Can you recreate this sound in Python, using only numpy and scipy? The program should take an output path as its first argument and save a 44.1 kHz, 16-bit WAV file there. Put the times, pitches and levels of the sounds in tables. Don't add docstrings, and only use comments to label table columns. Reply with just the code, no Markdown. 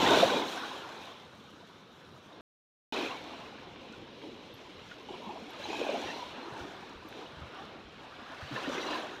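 import sys
import numpy as np
from scipy import signal
from scipy.fft import rfft, irfft, next_fast_len
from scipy.io import wavfile
from scipy.ndimage import uniform_filter1d, map_coordinates

SR = 44100
rng = np.random.default_rng(int(sys.argv[2]) if len(sys.argv) > 2 else 0)


def to_wav(sig):
    pcm = np.clip(np.atleast_2d(sig), -1, 1) * 32767
    pcm = np.round(pcm).astype(np.int16)
    wavfile.write(sys.argv[1], SR, pcm.T)


def ratio(d):
    e = np.asarray(d, float) / 20
    return 10 ** e


N = 405719

# start_s, level_db (peak), pitch_hz, life_cycles
FOOTFALLS = [
    (4.539, -45, 119, 1.7),
    (6.041, -48, 72.7, 2.3),
    (6.521, -40, 128, 2.4),
    (6.609, -40, 83.4, 1.7),
    (6.954, -48.5, 53.8, 1.5),
    (7.37, -45, 78.1, 2.1),
    (7.411, -40.5, 79.3, 2.9),
    (7.848, -50, 56.5, 1.7),
    (8.424, -38, 89.5, 2.1),
    (8.52, -37, 134, 5),
]
# start_s, level_db (peak), pitch_hz, fade_s (to -60 dB)
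TAG_TICKS = [
    (0.5596, -61, 11670, 0.04),
    (4.5391, -59.5, 11650, 0.055),
    (4.5391, -70, 12330, .05),
    (5.5054, -58, 11660, 0.04),
    (6.534, -64, 10700, 0.04),
    (7.0815, -62, 15300, 0.04),
    (7.0863, -61, 8400, 0.03),
    (7.0863, -53, 13100, 0.03),
    (7.102, -65, 9700, .04),
    (8.9989, -58, 10300, 0.04),
]
# start_s, level_db (peak)
PEBBLE_KNOCKS = [
    (3.76, -48),
    (4.0785, -48),
    (4.2173, -46),
    (4.9136, -46),
    (7.1262, -40.5),
]
# start_s, level_db (peak)
DROPLET_BURSTS = [(3.2398, -47), (3.9242, -50), (4.912, -56), (5.3455, -52), (5.4947, -51), (5.5934, -48),
                  (5.9022, -42), (6.015, -42), (6.1761, -48), (6.894, -49), (7.547, -51), (7.6523, -52),
                  (8.627, -47), (8.6919, -41), (8.8141, -42), (8.909, -38)]
# start_s, length_s, pitch_hz, level_db
STREAMS = [(5.201, 0.17, 970, -48), (5.08, .1, 3000, -57), (6.42, .2, 877, -54), (6.1, .18, 950, -47.5),
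           (8.38, .3, 4600, -59), (8.7, .28, 4650, -56), (2.93, .14, 2450, -47), (5.62, .1, 6450, -64),
           (6.1, .12, 5700, -63), (5.69, 0.24, 2500, -45), (5.72, 0.2, 1600, -49), (5.719, 0.1, 5460, -63),
           (6.05, 0.07, 1830, -50), (6.0, .12, 4000, -64), (5.982, 0.14, 5820, -59.5),
           (6.078, 0.12, 3950, -58), (5.86, .14, 588, -40.5), (7.518, 0.083, 1150, -55.5),
           (8.799, 0.15, 3950, -49), (5.7, .12, 6900, -63.5), (5.69, 0.11, 4050, -66),
           (6.03, .1, 2420, -59), (6.17, .12, 3750, -59.5), (8.85, .1, 2800, -49.5), (8.68, .2, 5800, -57),
           (6.04, 0.087, 2720, -52), (3.1, .1, 2250, -56), (3.09, .06, 1050, -50.5),
           (.24, .16, 3800, -43.5), (.05, .17, 3600, -36.5), (5.09, .3, 753, -52.5), (6.5, .07, 927, -52),
           (6.58, .11, 349, -50.5), (7.13, .13, 425, -52), (8.8, .1, 1150, -56.5), (.56, .1, 1500, -48.5)]
# start_s
# (7 ms before the crest), level_db (peak), pitch_hz
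LONE_BUBBLES = [(0.384, -31.0, 280), (0.628, -40, 1120), (0.709, -41, 1010), (1.067, -49, 1060),
                (1.112, -49.0, 1080), (1.438, -52, 810), (1.533, -48, 300), (1.557, -55, 1290),
                (1.605, -53, 950), (1.691, -55, 960), (2.158, -54, 1250), (2.96, -36, 583), (3.04, -37, 970),
                (3.12, -44, 1080), (3.299, -46.0, 1160), (3.331, -42.0, 987), (3.521, -45.5, 790),
                (3.667, -45.0, 370), (3.894, -43.5, 220), (4.261, -41, 320), (5.101, -44.5, 340),
                (5.54, -45, 1240), (5.594, -40.5, 554), (5.696, -35, 780), (5.86, -33.0, 780),
                (6.037, -35.0, 800), (6.217, -39.5, 965), (6.468, -42, 340), (6.472, -45.0, 1270),
                (6.554, -39.0, 880), (6.646, -43, 300), (6.67, -46, 390), (6.827, -42, 800),
                (6.919, -48, 950), (7.019, -47.0, 990), (7.043, -48.0, 1160), (7.065, -50, 1140),
                (7.145, -45, 340), (7.209, -48.0, 1250), (7.414, -46, 1230), (8.117, -46.0, 1210),
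                (8.216, -46.0, 220), (8.296, -45.0, 280), (8.326, -43.0, 1024), (8.407, -44, 1250),
                (8.558, -40, 500), (8.745, -32, 390), (8.883, -35.0, 1014), (8.913, -37, 560),
                (8.931, -36.0, 1020),
                (0.137, -30.0, 2200), (0.139, -28, 1490), (0.141, -32, 1870), (0.197, -37, 4310),
                  (0.27, -45, 6330), (0.292, -32, 1490), (0.298, -33.5, 3850), (0.364, -36.0, 2410),
                  (0.382, -39, 4090), (0.416, -37, 2130), (0.476, -42.0, 4240), (0.632, -44.0, 3940),
                  (1.194, -52.0, 3140), (2.322, -57.0, 3700), (2.394, -59, 2500), (2.918, -38.0, 2450),
                  (2.92, -41.0, 2970), (2.932, -51.0, 5170), (2.934, -51.0, 5450), (2.954, -41, 1920),
                  (2.96, -42.0, 2150), (2.972, -42.0, 3120), (2.972, -42, 1620), (2.976, -54.0, 6120),
                  (2.998, -39.0, 2930), (3.068, -39.0, 2520), (3.104, -40.0, 2730), (3.335, -59.0, 5510),
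                  (3.455, -48.0, 2520), (3.93, -50, 1440), (5.303, -49.0, 2520), (5.62, -46, 1650),
                  (5.636, -56.0, 5990), (5.642, -55.0, 6440), (5.694, -53.0, 4760), (5.704, -45.0, 4050),
                  (5.758, -43.0, 3900), (6.139, -46, 4140), (6.199, -48.0, 4110), (6.353, -48, 1940),
                  (6.424, -51.0, 4110), (7.121, -50, 2090), (7.256, -49.0, 2890), (7.883, -65.0, 5810),
                  (8.158, -50.0, 2260), (8.552, -43, 2670), (8.655, -37.5, 1810), (8.657, -42.5, 3900),
                  (8.775, -39, 2520), (8.777, -37, 2070), (8.827, -39, 2020), (8.859, -48, 5920),
                  (8.905, -45.0, 4760), (8.913, -43, 3200), (8.969, -45.0, 4130)]
# start_s, level_db (peak), pitch_hz, life_cycles
WATER_SLAPS = [(.171, -16.5, 600, 2.5), (.145, -22, 1500, 2.7), (4.9135, -41, 1450, 9),
               (5.086, -36, 800, 5), (5.106, -39, 340, 3), (5.701, -30, 400, 3), (5.73, -23, 830, 5),
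               (5.746, -31, 900, 3.3), (5.814, -28, 480, 4), (5.891, -24, 605, 3.7), (5.957, -27, 750, 4.3),
               (6.026, -32, 850, 3), (8.68, -31, 600, 3.4), (8.726, -31, 900, 2.3), (8.779, -29, 1500, 2.5),
               (8.793, -31, 500, 2.5), (8.915, -28, 1210, 2.5), (8.932, -29, 1400, 3),
               (8.999, -32, 700, 2.5), (9.038, -30, 600, 3), (3.936, -49, 1400, 5.5), (4.083, -49, 1600, 8)]
# start_s (7 ms before the crest), level_db
# (peak), pitch_hz
AIR_POCKETS = [(0.102, -20.5, 400), (0.108, -20.3, 620), (0.126, -24, 302), (0.132, -22.5, 667),
               (0.163, -21.5, 396), (0.226, -14, 528), (0.226, -15, 676), (0.329, -23, 570),
               (0.395, -29, 706), (1.623, -48.5, 678), (2.934, -37, 355), (2.958, -36, 570),
               (2.983, -32.6, 320), (2.985, -42, 624), (3.006, -32, 348), (3.026, -33, 322),
               (5.133, -37.5, 366), (5.27, -32.8, 216), (5.355, -37, 652), (5.684, -33, 330),
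               (5.809, -29.5, 560), (5.887, -26, 557), (5.925, -27.5, 397), (5.94, -27, 686),
               (7.185, -39, 430), (7.417, -41.5, 150), (8.676, -26, 280), (8.691, -30.5, 559),
               (8.745, -31.3, 398), (8.774, -31, 370), (9.033, -34, 735),
               (0.058, -26, 1890), (0.09, -24.1, 1496), (0.11, -21, 910), (0.128, -28, 3746),
                 (0.134, -25, 1050), (0.139, -34, 2690), (0.218, -27.5, 3660), (2.934, -39, 3720),
                 (2.945, -40, 1410), (2.959, -32, 2540), (2.999, -45, 980), (3.039, -35, 968),
                 (4.909, -48, 1841), (4.911, -38.5, 1421), (5.083, -37, 840), (5.289, -32, 840),
                 (5.369, -36, 966), (5.635, -34, 3940), (5.727, -28.5, 830), (6.075, -40.5, 1765),
                 (6.099, -39, 1800), (6.554, -37, 893), (6.595, -39, 1410), (8.556, -28.5, 1754),
                 (8.571, -32, 1033), (8.634, -37, 2750), (8.808, -36, 3811), (8.868, -38, 4123),
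                 (8.926, -33, 1730), (8.948, -32, 1020),
               (1.409, -45, 236), (4.263, -42, 336), (4.692, -42.5, 298), (5.135, -38.5, 980),
                (5.422, -38, 222), (5.652, -33, 835), (6.378, -38, 260), (6.466, -43, 345),
                (7.046, -39, 322), (7.223, -38.5, 980), (8.511, -32.5, 283), (.2, -25.5, 193),
                (.384, -34.5, 273)]
# start_s, hold_s, level_db, brightness_db_per_octave, extra_middle_ring_db
BREAKERS = [(0.019, 0.199, -32.0, 0.25, -0.5), (0.129, 0.04, -41.0, -1.24, -1),
            (0.326, 0.034, -36, -1.16, -3), (0.407, 0.023, -52.5, 1.0, 0.0), (0.526, 0.153, -49, 2, 2.5),
            (2.917, 0.093, -41, -0.55, -2), (3.03, 0.017, -43.0, 0.31, 2.3), (5.63, 0.022, -53.5, 1.0, 2.5),
            (5.7, 0.1, -46.5, 1.12, -3.6), (5.812, 0.011, -48, -4, -1.37), (5.898, 0.159, -44, -0.76, -4.0),
            (6.067, 0.049, -48.5, -0.5, -1.3), (6.211, 0.088, -51, 0.38, -1.74),
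            (8.419, 0.004, -61.5, 4.5, 13.5), (8.569, 0.021, -47, 1.18, 8.5),
            (8.673, 0.024, -58.5, -1.56, -0.46), (8.732, 0.024, -52.5, -6, -6),
            (8.743, 0.043, -46, 1.69, 9.5), (8.902, 0.085, -43.5, -0.92, 4),
            (8.984, 0.007, -56, -0.68, 0.26), (9.022, 0.14, -53.5, -1.5, 6.5),
            (9.113, 0.025, -59, 1.12, -0.0)]
# start_s, hold_s, level_db, brightness_db_per_octave, extra_middle_ring_db
WAVELETS = [(0.729, 0.042, -49.5, -0.12, 4), (1.007, 0.015, -51.5, 0.65, -0.0),
            (1.391, 0.318, -69.5, 4, 2.5), (2.005, 0.247, -77.5, 7.5, -2), (2.364, 0.1, -59.5, -2.5, 3),
            (3.315, 0.005, -50, -1.0, -0.78), (3.542, 0.114, -57.5, -1.5, 4.0),
            (3.811, 0.174, -56, -2.5, -14.5), (4.248, 0.013, -51, -2.5, -22),
            (4.488, 0.313, -55.5, -0.79, -11), (4.907, 0.014, -58, 1.08, 3),
            (5.1, 0.294, -51.5, -1.64, -11.0), (5.527, 0.014, -56, -1.32, 4.5),
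            (6.382, 0.221, -52, -1.61, 4.5), (6.601, 0.095, -65, 4.9, -1.9),
            (6.757, 0.139, -55.0, -1.17, 6.5), (7.18, 0.036, -52.5, -0.74, -0.6),
            (7.34, 0.066, -61, -0.9, 9), (7.531, 0.137, -55, -1.13, 6), (7.725, 0.04185, -64.5, -4.5, -6.9),
            (8.037, 0.015, -57.5, -1.08, 0.92), (8.167, 0.152, -55.0, -0.68, 9)]
# pitch_hz, lull_db, over_surge_db
WET_LAYERS = [
    (350.2, -61, -1.0),
    (800.7, -64.0, 0.0),
    (1505, -60.8, -5),
    (3203, -58.5, -0.6),
    (7010, -76.5, -14),
]

# pitch_hz, level_db
RUMBLE_COLOUR = [(12, -54.5), (20, -20.5), (86, -4.5), (230, -3), (300, -27.5), (510, -120)]
# pitch_hz, level_db
HOLLOW_COLOUR = [(110, -29.5), (180, -7.5), (269, 2.5), (508, 1.5), (559, -2.5), (600, -4.5), (780, -26),
                 (1320, -120)]
# pitch_hz, level_db
GURGLE_COLOUR = [(320, -30), (540, -2.5), (594, -2.5), (676, 0), (1040, -0.5), (1250, -17), (1620, -44),
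                 (2750, -120)]
# pitch_hz, level_db
SPLASH_COLOUR = [(680, -26.5), (1150, 1), (1210, 0), (1500, -0.5), (1820, -4.5), (2250, -16), (2920, -25.5),
                 (4950, -120)]
# pitch_hz, level_db
FIZZ_COLOUR = [(1240, -21), (2100, -2.5), (2720, -1.5), (3780, -2.5), (4020, -3), (4580, -11.5),
               (5600, -14.5), (7280, -48.5), (12300, -120)]
# pitch_hz, level_db
SPRAY_COLOUR = [(3060, -25), (5200, -3), (5910, 0), (7030, -4.5), (7700, -10), (10900, -16.5), (11900, -17),
                (12800, -21), (14700, -20.5), (15500, -24.5)]
# pitch_hz, level_db
NEAR_COLOUR = [(30, -15), (90, -1), (1500, 2.5), (2050, -1), (2700, -1.5), (3700, 2), (4600, 0.2),
               (13000, 3.5)]
# pitch_hz,
# level_db
MIC_COLOUR = [(1650, -1.18), (2000, -2), (2300, -0.33), (11500, -1.53), (11900, 4.5), (12350, -1)]
# start_s, end_s
SILENCE = (2.4088, 2.9235)

RISE_DB_S, FALL_DB_S, DRAIN_DB, DRAIN_DB_S = 81, 97, -12, 26
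LAP_RISE_DB_S, LAP_FALL_DB_S = 49, 42
RING_HZ, RING_OCTAVES = 1397.3, 0.7
SHELTER_DB, SHELTER_TILT = -1.09, -1.9
SWELL_DB, THUD_DB, THUD_GROWS, THUD_FALL_DB_S = -59, -6, 3.1, 67
POCKET_LIFE_S, LIFE_SLOPE, CREST_S = 0.01353, -0.27, 0.007


def unit(x):
    return x / np.sqrt(np.mean(x ** 2) + 1e-20)


def wobble(rate):
    knots = rng.standard_normal(int(N * rate / SR) + 4)
    return map_coordinates(knots, [np.arange(N) * rate / SR])


def patchy(patchy_db, size):
    z = signal.stft(rng.standard_normal(N + 512), nperseg=512)[2]
    field = uniform_filter1d(rng.standard_normal(z.shape), size[0], 0)
    field = uniform_filter1d(field, size[1], 1)
    return unit(signal.istft(z * ratio(patchy_db * unit(field)), nperseg=512)[1][:N])


def filtered(x, colour):
    m = next_fast_len(N + 8192)
    hz, db = np.transpose(colour)
    gain_db = np.interp(np.log(np.fft.rfftfreq(m, 1 / SR) + 1), np.log(hz + 1), db)
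    return irfft(rfft(x, m) * ratio(gain_db), m)[:N]


def wash(x, colour, level_db):
    return ratio(level_db) * unit(filtered(x, colour))


def bubbles(s, peak, hz, cycles, rise, size):
    t = np.arange(size, dtype=np.float32) / SR
    peak, hz, cycles = np.float32(peak), np.float32(hz), np.float32(cycles)
    age = t * (hz / np.clip(cycles, 0.5, 200))[:, None]
    phase = 2 * np.pi * hz[:, None] * t * (1 + rise * np.minimum(age, 2) / 2)
    envelope = np.e * 3 * age * np.exp(-3 * age)
    wave = peak[:, None] * np.sin(phase) * envelope
    at = (s * SR).astype(int)[:, None] + np.arange(size)
    return np.bincount(at.ravel(), wave.ravel(), N + size)[:N]


def swarm(level_db, loud_db, count, mid_hz, spread, life_s, scatter_db, size):
    u, g = rng.random(count), rng.standard_normal((count, 2))
    e = rng.exponential(size=count)
    crowd = np.cumsum(1 / (1 + ratio(2 * (loud_db - level_db))))
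    s = np.interp(u, crowd / crowd[-1], np.arange(N) / SR)
    hz = np.clip(mid_hz * np.exp(spread * g[:, 0]), 100, SR / 3)
    cycles = hz * life_s * np.exp(0.41 * g[:, 1])
    peak = ratio(scatter_db * np.minimum(e, 2.2))
    return unit(bubbles(s, peak, hz, cycles, 0.03, size=size))


def noise_bursts(rows, gain_db, fade_s):
    out, t = np.zeros(N + SR), np.arange(SR // 40) / SR
    for s, db in rows:
        burst = ratio(db + gain_db - 60 * t / fade_s) * rng.standard_normal(len(t))
        out[round(s * SR):][:len(t)] += burst
    return out[:N]


def far_swell(level_db):
    return wash(patchy(1.3, size=(2, 4)), RUMBLE_COLOUR, level_db + 1.7 * wobble(11.0))


def footfalls():
    s, db, hz, cycles = np.transpose(FOOTFALLS)
    push = bubbles(s, ratio(db - 1.0), hz, cycles, -0.058, size=6000)
    overtone = bubbles(s + 0.0123, ratio(db - 8), 1.65 * hz, 2.2 * cycles, -0.08, size=4000)
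    return push + overtone


def tag_ticks():
    out, t = np.zeros(N + SR), np.arange(SR // 8) / SR
    for s, db, hz, fade_s in TAG_TICKS:
        main = np.sin(2 * np.pi * hz * t)
        partner = 0.25 * np.sin(2 * np.pi * 1.16 * hz * t) * ratio(-40 * t / fade_s)
        click = 0.3 * ratio(-60 * t / 0.008) * np.diff(rng.standard_normal(len(t) + 1))
        envelope = ratio(db + 1.5 - 60 * t / fade_s) * (1 - np.exp(-t / 0.0012))
        out[round(s * SR):][:len(t)] += envelope * (main + partner + click)
    return out[:N]


def pebble_knocks():
    cracks = noise_bursts(PEBBLE_KNOCKS, gain_db=7.0, fade_s=0.022)
    return filtered(cracks, [(500, -25), (1300, 4), (3000, 3.0), (9000, -50)])


def droplet_bursts():
    hiss = noise_bursts(DROPLET_BURSTS, gain_db=-2.5, fade_s=0.03)
    return filtered(hiss, [(2000, -25), (4500, 5), (6500, 2.0), (9000, -10), (15000, -26)])


def trickles():
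    s, length_s, hz, db = np.transpose(STREAMS)[..., None]
    u, g = rng.random((len(s), 36)), rng.standard_normal((len(s), 36, 2))
    start_s = (s + length_s * u).ravel()
    bubble_hz = (hz + (35 + 0.01 * hz) * g[..., 0]).ravel()
    peak = ratio(db - 1.0 + 2.5 * g[..., 1]).ravel()
    return bubbles(start_s, peak, bubble_hz, 0.012 * bubble_hz, 0.005, size=1400)


def lone_bubbles():
    s, db, hz = np.transpose(LONE_BUBBLES)
    life_s = 0.012 * (hz / 1000) ** -0.2
    return bubbles(s + CREST_S - life_s / 3, ratio(db + 0.8), hz, hz * life_s, 0.015, size=2000)


def water_slaps():
    s, db, hz, cycles = np.transpose(WATER_SLAPS)
    return bubbles(s, ratio(db - 2.5), hz, cycles, 0.06, size=1000)


def air_pockets():
    s, db, hz = np.transpose(AIR_POCKETS)
    life_s = POCKET_LIFE_S * (hz / 1000) ** LIFE_SLOPE
    main = bubbles(s + CREST_S - life_s / 3, ratio(db - 3.0), hz, hz * life_s, 0.013, size=2500)
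    g = rng.standard_normal((len(s), 3, 2))
    piece_hz = (hz[:, None] * 1.01 + 170 * g[..., 0]).clip(230).ravel()
    piece_s = (s[:, None] + 0.004 + 0.0043 * g[..., 1]).ravel()
    piece_peak = np.repeat(ratio(db - 14.5), 3)
    return main + bubbles(piece_s, piece_peak, piece_hz, 0.008 * piece_hz, 0.05, size=1000)


def foam(slosh, splash_db, fizz_db, spray_db):
    small = swarm(splash_db, -53, count=1400, mid_hz=1651, spread=0.25, life_s=0.01, scatter_db=3.5, size=1000)
    tiny = swarm(fizz_db, -52, count=3500, mid_hz=3289, spread=0.3, life_s=0.008, scatter_db=3.5, size=800)
    finest = swarm(spray_db, -64, count=4000, mid_hz=8030, spread=0.4, life_s=0.0042, scatter_db=4.0, size=500)
    pop_size = ratio(2.5 * np.minimum(rng.exponential(size=N), 4))
    pop_sign = np.sign(rng.random(N) - 0.5)
    crackle = unit(pop_size * pop_sign * (rng.random(N) < 0.0015))
    splash = patchy(1.0, size=(3, 12)) + 0.14 * small
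    fizz = patchy(1.7, size=(3, 18)) + 0.18 * tiny + 0.099 * crackle
    spray = patchy(1.8, size=(4, 14)) + 0.21 * finest + 0.35 * crackle
    return (wash(splash, SPLASH_COLOUR, splash_db + 0.49 * slosh)
            + wash(fizz, FIZZ_COLOUR, fizz_db + 0.46 * slosh)
            + wash(spray, SPRAY_COLOUR, spray_db + 0.49 * slosh + 1.1 * wobble(28)))


def water_between_stones(slosh, hollow_db, gurgle_db):
    low = swarm(hollow_db, -48, count=700, mid_hz=340.0, spread=0.35, life_s=0.012, scatter_db=2.5, size=1200)
    middle = swarm(gurgle_db, -49, count=1200, mid_hz=815.6, spread=0.3045, life_s=0.011,
                   scatter_db=1.5, size=1100)
    hollow = patchy(1.5, size=(2, 5)) + 0.09 * low
    gurgle = patchy(2.6, size=(3, 6)) + 0.087 * middle
    return (wash(hollow, HOLLOW_COLOUR, hollow_db + 0.53 * slosh)
            + wash(gurgle, GURGLE_COLOUR, gurgle_db + 0.63 * slosh))


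def rush(rows, t, rise_db_s, fall_db_s, drain_db):
    s, hold, db, tilt, ring_db = np.transpose(rows)[..., None]
    hz, _, over_db = np.transpose(WET_LAYERS)[..., None, None]
    octave = np.log2(hz / RING_HZ)
    after = np.maximum(t - s - hold, 0)
    middle_ring_db = ring_db * np.exp(-(octave / RING_OCTAVES) ** 2)
    top_db = db + over_db + tilt * octave + middle_ring_db
    top_db = top_db - rise_db_s * np.maximum(s - t, 0)
    collapse = ratio(2 * (top_db - fall_db_s * after))
    drain = ratio(2 * (top_db + drain_db - DRAIN_DB_S * after))
    return (collapse + drain).sum(1)


def surf_levels():
    t = np.arange(0, N, 200) / SR
    s, hold, db = np.transpose(BREAKERS)[:3, :, None]
    thud_db = db.max() + THUD_DB + THUD_GROWS * (db - db.max())
    thud_db = thud_db - RISE_DB_S * np.maximum(s - t, 0)
    thud_db = thud_db - THUD_FALL_DB_S * np.maximum(t - s - hold / 2, 0)
    rumble = ratio(2 * SWELL_DB) + ratio(2 * thud_db).sum(0)
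    hz, lull_db, _ = np.transpose(WET_LAYERS)[..., None]
    shelter_db = SHELTER_DB + SHELTER_TILT * np.log2(hz / RING_HZ)
    lull = ratio(2 * (lull_db + shelter_db * (t < SILENCE[0])))
    breakers = rush(BREAKERS, t, RISE_DB_S, FALL_DB_S, DRAIN_DB)
    wavelets = rush(WAVELETS, t, LAP_RISE_DB_S, LAP_FALL_DB_S, -120)
    wet = lull + breakers + wavelets
    return [np.interp(np.arange(N) / SR, t, 10 * np.log10(power)) for power in [rumble, *wet]]


def scene():
    slosh = wobble(12)
    rumble_db, hollow_db, gurgle_db, *foam_db = surf_levels()
    dry_land = footfalls() + tag_ticks() + pebble_knocks() + droplet_bursts()
    ringing = trickles() + lone_bubbles() + water_slaps() + air_pockets()
    waves = foam(slosh, *foam_db) + water_between_stones(slosh, hollow_db, gurgle_db)
    return (far_swell(rumble_db) + dry_land + ringing + waves)[None]


def low_pass(x):
    return signal.sosfilt(signal.butter(12, 15640, fs=SR, output="sos"), x)


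def record(dry):
    t = np.arange(N) / SR
    heard = filtered(dry[0], MIC_COLOUR)
    low_over_stones = filtered(heard, NEAR_COLOUR) * (t < SILENCE[0])
    further_back = heard * (t >= SILENCE[1])
    return low_pass((low_over_stones + further_back)[None])


dry = scene()
out = record(dry)
to_wav(out)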